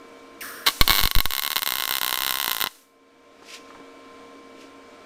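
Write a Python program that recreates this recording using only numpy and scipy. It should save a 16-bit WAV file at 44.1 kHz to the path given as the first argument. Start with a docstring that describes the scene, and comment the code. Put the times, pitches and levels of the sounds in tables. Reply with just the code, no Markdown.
"""A fan hums in a workshop; shielding gas then hisses from a wire-feed torch close to a small microphone.
The wire strikes with a sputter and a few loud pops, then short-circuits about 65 times a second, tacking
two steel bars on a perforated steel table. Hum is sines and noise, gas and sizzle are shaped noise, and
pops are clicks rung through resonances. Decaying steps jolt the microphone around the loudest pops.
Torch and cable knock afterwards, and gloves rustle: short puffs and fluttering noise."""
import sys
import numpy as np
from scipy import signal
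from scipy.fft import rfft, irfft, next_fast_len
from scipy.io import wavfile
from scipy.ndimage import uniform_filter1d, map_coordinates

SR = 44100
rng = np.random.default_rng(int(sys.argv[2]) if len(sys.argv) > 2 else 0)


def pcm_store(signal):
    """Save signal as 16-bit PCM."""
    levels = np.round(np.clip(np.atleast_2d(signal), -1, 1) * 32767)
    wavfile.write(sys.argv[1], SR, levels.astype(np.int16).T)


def ratio(d):
    """dB to gain"""
    e = np.asarray(d, float) / 20
    return 10 ** e


N = 223099
STRIKE_S, ARC_OFF_S = 0.66, 2.68


def unit(x):
    """Normalisation by signal power: scaled to rms 1."""
    return x / np.sqrt(np.mean(x ** 2) + 1e-20)


def along(points, hz):
    """Spectral envelope: (f/Hz, value) points interpolated on a logarithmic frequency axis."""
    f, v = np.transpose(points)
    return np.interp(np.log(hz + 1), np.log(f + 1), v)


def wobble(rate):
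    """Band-limited fluctuation: a smooth random curve with rate knots a second."""
    return map_coordinates(rng.standard_normal(int(N * rate / SR) + 4), [np.arange(N) * rate / SR])


def filtered(x, response):
    """Linear filtering: the spectrum of x times a complex response of frequency."""
    m = next_fast_len(len(x) + SR)
    return irfft(rfft(x, m) * response(np.fft.rfftfreq(m, 1 / SR)), m)[:len(x)]


def rush(spectrum, patchy_db):
    """Turbulence noise: coloured noise of rms 1 with time-frequency patches of random gain."""
    z = signal.stft(rng.standard_normal(N), nperseg=512)[2]
    field = uniform_filter1d(uniform_filter1d(rng.standard_normal(z.shape), 6, 0), 10, 1)
    noise = signal.istft(z * ratio(patchy_db * unit(field)), nperseg=512)[1][:N]
    return unit(filtered(noise, lambda hz: ratio(along(spectrum, hz))))


def peak(s, db, rise, fall):
    """Exponential growth and decay: dB climbs straight to db at s, then falls, both in dB/s."""
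    u = np.arange(N) / SR - s
    return db + np.minimum(rise * u, -fall * u)


def shop():
    """Tonal and broadband fan noise: unsteady sines and air noise, sinking under the arc and swelling back."""
    # spectrum of the air noise: f/Hz, relative level/dB
    air_spectrum = [(10, -12.5), (50, -23.5), (150, -23), (270, -4.5), (432, -9.5), (505, -13), (590, -5.5),
                    (700, -7.5), (770, -18.5), (1080, -14.5), (2360, -21), (3400, -22), (6300, -30.5),
                    (9300, -36), (10200, -43), (15250, -46.5), (15400, -81)]
    # tones of the fan: f/Hz, mean level/dB rms before the sinking
    fan_tones = [(89.8, -72.5), (273.5, -55), (467.5, -53.5), (920, -66), (1050.5, -54), (1314, -73),
                 (1333, -63.5), (1400, -71.5), (1576, -70.5), (2132, -73.5), (2299, -61.5), (2331, -68.5)]
    sink_s, sink_db_per_s, sunk_db, swell_db_per_s = 0.99, 94, -16, 16
    t = np.arange(N) / SR
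    tones = np.zeros(N)
    for hz, db in fan_tones:
        level = np.sqrt(2) * ratio(db + 1.4 * wobble(7))
        tones += level * np.sin(2 * np.pi * hz * t + 1.5 * wobble(7.6))
    floor_db = sunk_db + swell_db_per_s * np.maximum(t - ARC_OFF_S, 0)
    level_db = np.minimum(np.maximum(-sink_db_per_s * (t - sink_s), floor_db), 0)
    air = rush(air_spectrum, patchy_db=0.7)
    return ratio(level_db) * (tones + ratio(-48.5 + 0.4 * wobble(6.7)) * air)


def gas():
    """Jet turbulence and hose resonance: a surge settles to a steady hiss; a narrow band glides down."""
    # spectrum of the jet: f/Hz, relative level/dB
    jet_spectrum = [(1120, -21), (1900, -9.5), (2580, -12), (4920, -12.5), (5420, -7.5), (7350, -19.5),
                    (8980, -7), (11300, -19.5), (13500, -6.5), (15300, -12.5)]
    valve_s, surge_db, sag_db_per_s, flow_db, shut_db_per_s = 0.409, -34.5, 50.5, -55.5, 149
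    hose_hz, start_hz, puff_s, glide_s = 1510, 2423, 0.011, 0.004  # a high puff, then the band drops
    hose_peak_db, hose_sag_db_per_s, hose_shut_db_per_s = -37.5, 28, 250
    t = np.arange(N) / SR
    surge = peak(valve_s, surge_db, 6500, sag_db_per_s)
    steady = peak(valve_s, flow_db, 6000, 0)
    jet_db = np.maximum(surge, steady) - shut_db_per_s * np.maximum(t - ARC_OFF_S, 0)
    jet = ratio(jet_db) * rush(jet_spectrum, patchy_db=0.6)

    hz = hose_hz + (start_hz - hose_hz) * np.exp(-np.maximum(t - valve_s - puff_s, 0) / glide_s)
    phase = 2 * np.pi * np.cumsum(hz) / SR
    hose_db = peak(valve_s, hose_peak_db, 9000, hose_sag_db_per_s)
    hose_db = hose_db - hose_shut_db_per_s * np.maximum(t - STRIKE_S, 0)
    band = wobble(850) * np.sin(phase) + wobble(850) * np.cos(phase)
    return jet + ratio(hose_db) * unit(band)


def body(f, fresh, shift=0):
    """Modal superposition as a causal filter: a product of second-order resonances and cancellations.

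    A fresh joint rings higher in the bass and gathers energy near 4.35 kHz; one narrow mode rings on."""
    # resonances (+) and cancellations (-) of nozzle, bars and table, before shifts: f/Hz, width/Hz, level/dB
    surroundings = [(540, 200, -3.5), (1075, 388, 18), (1128.5, 145, -16.5), (1434, 170, 5),
                    (2060, 365, 17.5), (2240, 356, -22.5), (3168, 1360, 16.5), (3277, 333, -8),
                    (4007, 390, 7), (5018, 520, -13), (5154, 185, 11.5), (5500, 43, 5), (6480, 650, -5.5),
                    (7140, 170, -7), (8273, 860, -10), (8560, 190, 10.5), (9900, 460, 8), (10300, 670, -20),
                    (11690, 270, -21.5), (12300, 590, 3), (13300, 200, -11.5), (13900, 1900, 6.5)]
    modes = []
    for c, width, db in surroundings:
        moved = 1 + 0.084 * fresh * (c < 2500) + shift * (c > 5500)
        modes.append((c * moved, width, db))
    modes += [(4350, 400, 7 * fresh), (1055 + 70 * fresh, 40, 5)]
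    bells = []
    for c, width, db in modes:
        stiffness = c * c - f * f
        damping = 1j * f * width
        bells.append((stiffness + damping * ratio(db / 2)) / (stiffness + damping / ratio(db / 2)))
    return ratio(-1.2 * fresh) * np.prod(np.broadcast_arrays(*bells), axis=0)


def sizzle():
    """Arc noise: fluttering broadband noise that takes on some of the colour of the pops."""
    # source spectrum: f/Hz, relative level/dB
    source_spectrum = [(60, -26.5), (250, -11.5), (500, -5), (1000, 1.5), (3000, 2), (6000, 6.5),
                       (10000, 6), (15000, 1), (16000, 2)]
    # course of the sizzle before its flutter: t/s, level/dB
    course = [(.65, -70), (.665, -25.5), (.72, -36), (.8, -38.5), (.95, -31.5), (1.05, -33.5), (1.1, -42),
              (1.6, -41.5), (2.6, -38.5), (2.7, -47.5), (2.81, -55), (2.88, -65), (3.0, -80)]
    source = rush(source_spectrum, patchy_db=0.0)
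    noise = unit(filtered(source, lambda hz: np.abs(body(hz, 0.3)) ** 0.25))
    s, db = np.transpose(course)
    return ratio(np.interp(np.arange(N) / SR, s, db)) * ratio(wobble(66)) * noise


def freshness(s):
    """Exponential relaxation: 1.15 at the strike, sinking ever more slowly as the joint fills."""
    filled, fill_s = -0.35, 1.34  # final value, time constant
    return filled + (1.15 - filled) * np.exp(-(s - STRIKE_S) / fill_s)


def short_circuits():
    """Quasi-periodic point process: time and click dB of every pop; beat and size waver inside a run."""
    # pops timed one by one, some between or inside the runs: t/s, click level/dB
    single = [(.6648, 2), (.683, -3), (.6858, 7.5), (.8118, 15), (.8778, 9.5), (.8957, 10), (.9058, 11),
              (.9122, 4.5), (1.0314, -0.5), (1.0369, 4.5), (1.0551, 4), (1.0749, 2), (1.1135, 1),
              (1.1515, 3), (1.1623, -4), (1.186, 1.5), (1.2047, 4.5), (1.2563, 3), (1.5592, 0),
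              (1.5663, 5.5), (1.5807, -1.5), (1.5925, -7.5), (1.675, 2.5), (1.9099, 2), (2.0144, 0.5),
              (2.4795, 1.5), (2.5158, 1), (2.604, -4.5), (2.6405, 2), (2.6615, -3), (2.6714, 0.5)]
    # runs of evenly spaced pops, before jitter: first t/s, last t/s, approximate rate/(pops per s), mean click level/dB
    runs = [(0.6677, 0.6786, 415, 5), (0.692, 0.705, 140, -8), (0.9215, 1.0122, 100, 2.5),
            (1.307, 1.3951, 67.6, -2), (1.4226, 1.4774, 77.4, -3), (1.5042, 1.5303, 82, -1.5),
            (1.621, 1.6316, 91, -2.5), (1.6625, 1.6898, 36, -3), (1.7059, 1.7383, 64, -2),
            (1.7555, 1.7996, 68, -3), (1.807, 1.8545, 53.5, -1.5), (1.8778, 1.893, 65, -1.5),
            (1.9245, 1.984, 67, -0.5), (2.0324, 2.0465, 71, -1), (2.0643, 2.1092, 67, -1.5),
            (2.1275, 2.157, 68, -1), (2.175, 2.189, 72, -2), (2.2061, 2.2487, 69, -1),
            (2.2651, 2.308, 69, 1), (2.325, 2.3419, 57, -3), (2.356, 2.3721, 61, -1.5),
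            (2.386, 2.4286, 69, -3), (2.4446, 2.4609, 64, -1.5), (2.496, 2.511, 71, -1.5),
            (2.5311, 2.584, 57, -6), (2.6133, 2.6227, 123, 0.5)]
    jitter_s, scatter_db = 0.0006, 1.7  # standard deviations; jitter is held to 6 % of the beat
    rows = list(single)
    for first, last, rate, db in runs:
        chance = rng.standard_normal((16, 2))
        s = np.linspace(first, last, round((last - first) * rate) + 1)
        s[1:-1] += min(jitter_s, 0.06 / rate) * chance[:len(s) - 2, 0]
        rows += zip(s, db + scatter_db * chance[:len(s), 1])
    return np.transpose(sorted(rows))


def pops(s, click_db):
    """Impulse excitation: inward clicks, ragged at the edge, with dying spatter, ring the surroundings."""
    steady_s, dying_s = 0.75, 2.65
    cold_db, dying_db = -5.5, -13  # treble change while the arc is not yet, and no longer, fully alight
    beat_s, late_db_per_s, late_max_db = 0.015, 1200, 3.5
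    wander = 0.02  # relative spread of the treble resonances as the arc root moves
    fresh, tint = freshness(s), rng.standard_normal((len(s), 3))

    bass_db = 3 - 2.5 * fresh + 0.053 * click_db + 0.85 * tint[:, :1]
    # once the pool is wide, a late drop has grown bigger and bursts fuller; an early one is thinner
    late_s = np.diff(s, axis=0, prepend=0) - beat_s
    late_db = np.clip(late_db_per_s * late_s, -late_max_db, late_max_db)
    bass_db = bass_db + late_db * np.clip(1 - 2 * fresh, 0, 1)
    treble_db = 4.13 - 0.272 * click_db - 0.1 * tint[:, 1:2]
    treble_db = treble_db + cold_db * (s < steady_s) + dying_db * (s > dying_s)

    steps = np.arange(4096)
    t, f = steps / SR, np.fft.rfftfreq(len(steps), 1 / SR)
    chance = rng.standard_normal((len(s), len(t)))
    edge = rfft(0.13 * chance * ratio(-60 * t / 0.0015))
    ragged = edge / (1 + (5000 / (f + 1)) ** 4)  # only the treble is ragged
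    # big pops throw more spatter, relative to the click
    dying = ratio(-30 + 0.56 * click_db - 60 * t / 0.032) * (1 - np.exp(-t / 0.00037))
    spatter = ragged + rfft(chance * dying) / (1 + 1j * f / 9000)

    bass = 1 + (ratio(bass_db) - 1) / (1 + 1j * f / 1800) ** 2
    treble = 1 + (ratio(treble_db) - 1) / (1 + (5500 / (f + 1)) ** 6)
    rebound = (1j * f - 460) / (1j * f + 460)  # all-pass: the bass swings back after the click
    low_cut = 1j * f / (260 + 1j * f)
    colour = body(f, fresh, wander * tint[:, 2:]) * bass * treble * rebound * low_cut
    rung = ratio(click_db) * irfft((spatter - 1) * colour) * (t < 0.08)
    start = (s + rng.uniform(-5e-5, 5e-5, s.shape)) * SR
    return np.bincount((np.round(start).astype(int) + steps).ravel(), rung.ravel(), N)


def room(x):
    """Frequency-dependent reverberation: each band of a noise tail decays with its own T60."""
    # decay of the workshop: f/Hz, T60/s
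    decay = [(300, 0.36), (2000, 0.42), (8000, 0.157), (15000, 0.24)]
    hz, t, z = signal.stft(rng.standard_normal(SR // 2), SR, nperseg=256)
    fading = z * ratio(-60 * t / along(decay, hz)[:, None])
    tail = signal.istft(fading, SR, nperseg=256)[1]
    delayed = np.pad(x, (300, 0))  # samples
    return signal.fftconvolve(delayed, tail / np.linalg.norm(tail))[:N]


def jolts(pop_s):
    """Two-stage high-pass step response: jolts of the microphone's resting point set in and drain away.

    Every pop adds a small random nudge."""
    # large jolts: t/s, signed step (linear amplitude), rise time constant/s
    large = [(0.8118, 0.46, 0.00017), (0.897, -0.055, 0.00044), (0.906, 0.19, 0.0003),
             (1.013, -0.06, 0.00039), (1.038, -0.22, 0.0011), (1.057, 0.17, 0.00035), (1.151, -0.03, .0005),
             (1.163, -0.67, 0.0033), (1.186, 0.13, 0.0004), (1.203, 0.069, 0.00082), (1.256, 0.11, 0.00057)]
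    fast, slow = 0.029, 0.096  # time constants of the coupling stages, s
    steps, u = np.zeros(N + SR), np.arange(SR) / SR
    sizes = 0.0029 * rng.standard_normal(len(pop_s))
    nudges = [(s, step, 0.002) for s, step in zip(pop_s, sizes)]
    for s, step, rise in list(large) + nudges:
        steps[round(s * SR):][:2000] += step * np.exp(-u[:2000] / rise) / (rise * SR)
    drain = (slow * np.exp(-u / fast) - fast * np.exp(-u / slow)) / (slow - fast)
    return signal.fftconvolve(steps, drain)[:N]


def knocks():
    """Damped impact: each dull tap is a decaying sine with a puff of noise around the same pitch."""
    # small knocks of torch and cable: t/s, level before onset and decay/dB, f/Hz
    taps = [(3.421, -37, 580), (3.702, -38.5, 1230), (3.747, -36, 1120), (3.752, -37.5, 130),
            (3.798, -36.5, 348)]
    out, t = np.zeros(N), np.arange(SR // 20) / SR
    envelope_db = -60 * t / 0.06
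    onset = 1 - np.exp(-t / 0.0019)
    for s, db, hz in taps:
        def resonance(f):
            """Second-order band-pass, applied twice."""
            return (1j * f * 700 / (hz * hz - f * f + 1j * f * 700)) ** 2
        puff = unit(filtered(rng.standard_normal(len(t)), resonance))
        tap = 0.37 * np.sin(2 * np.pi * hz * t) + 0.92 * puff
        out[round(s * SR):][:len(t)] += ratio(db + envelope_db) * onset * tap
    return out


def gloves():
    """Friction noise: leather gloves and sleeve rub as fluttering coloured noise."""
    # spectrum of the leather: f/Hz, relative level/dB
    leather_spectrum = [(590, -40), (1000, -14), (1040, -6), (1190, -16), (2500, 1), (3600, -4.5),
                        (5500, -4.5), (9150, -15.5), (15500, -27)]
    # strokes before the flutter: loudest t/s, level/dB, rise/(dB/s), fall/(dB/s)
    strokes = [(3.485, -53.5, 348, 120), (3.52, -52.5, 152.5, 250), (3.55, -37.5, 299, 504),
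               (3.68, -59.5, 64, 56.5), (4.615, -49.5, 350, 250)]
    leather = rush(leather_spectrum, patchy_db=0.6)
    level = sum(ratio(peak(*row)) for row in strokes)
    return level * ratio(1.3 * wobble(120)) * leather


def scene():
    """Linear superposition: arc and its reverberation over the hum; jolts arise in the microphone itself."""
    s, click_db = short_circuits()
    arc = pops(s[:, None], click_db[:, None])
    welding = arc + ratio(-26.5) * room(arc) + sizzle() + gas()
    return (welding + shop() + gloves() + knocks() + jolts(s))[None]


def roll_off(x):
    """The treble ends steeply here."""
    return signal.sosfilt(signal.butter(12, 16500, fs=SR, output="sos"), x)


def record(dry):
    """Saturation and band limiting: peaks round off towards 1.45, then the treble is cut steeply."""
    x = dry[0]
    clipped = x / (1 + np.abs(x / 1.45) ** 8) ** (1 / 8)

    def band_limit(hz):
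        """Steep low-pass at 15.3 kHz over a weak path that reaches 16.5 kHz."""
        return 0.88 / (1 + (hz / 15300) ** 80) + 0.062 * (hz < 16500)
    mix = filtered(clipped, band_limit)[None]
    return roll_off(mix)


dry = scene()
out = record(dry)
pcm_store(out)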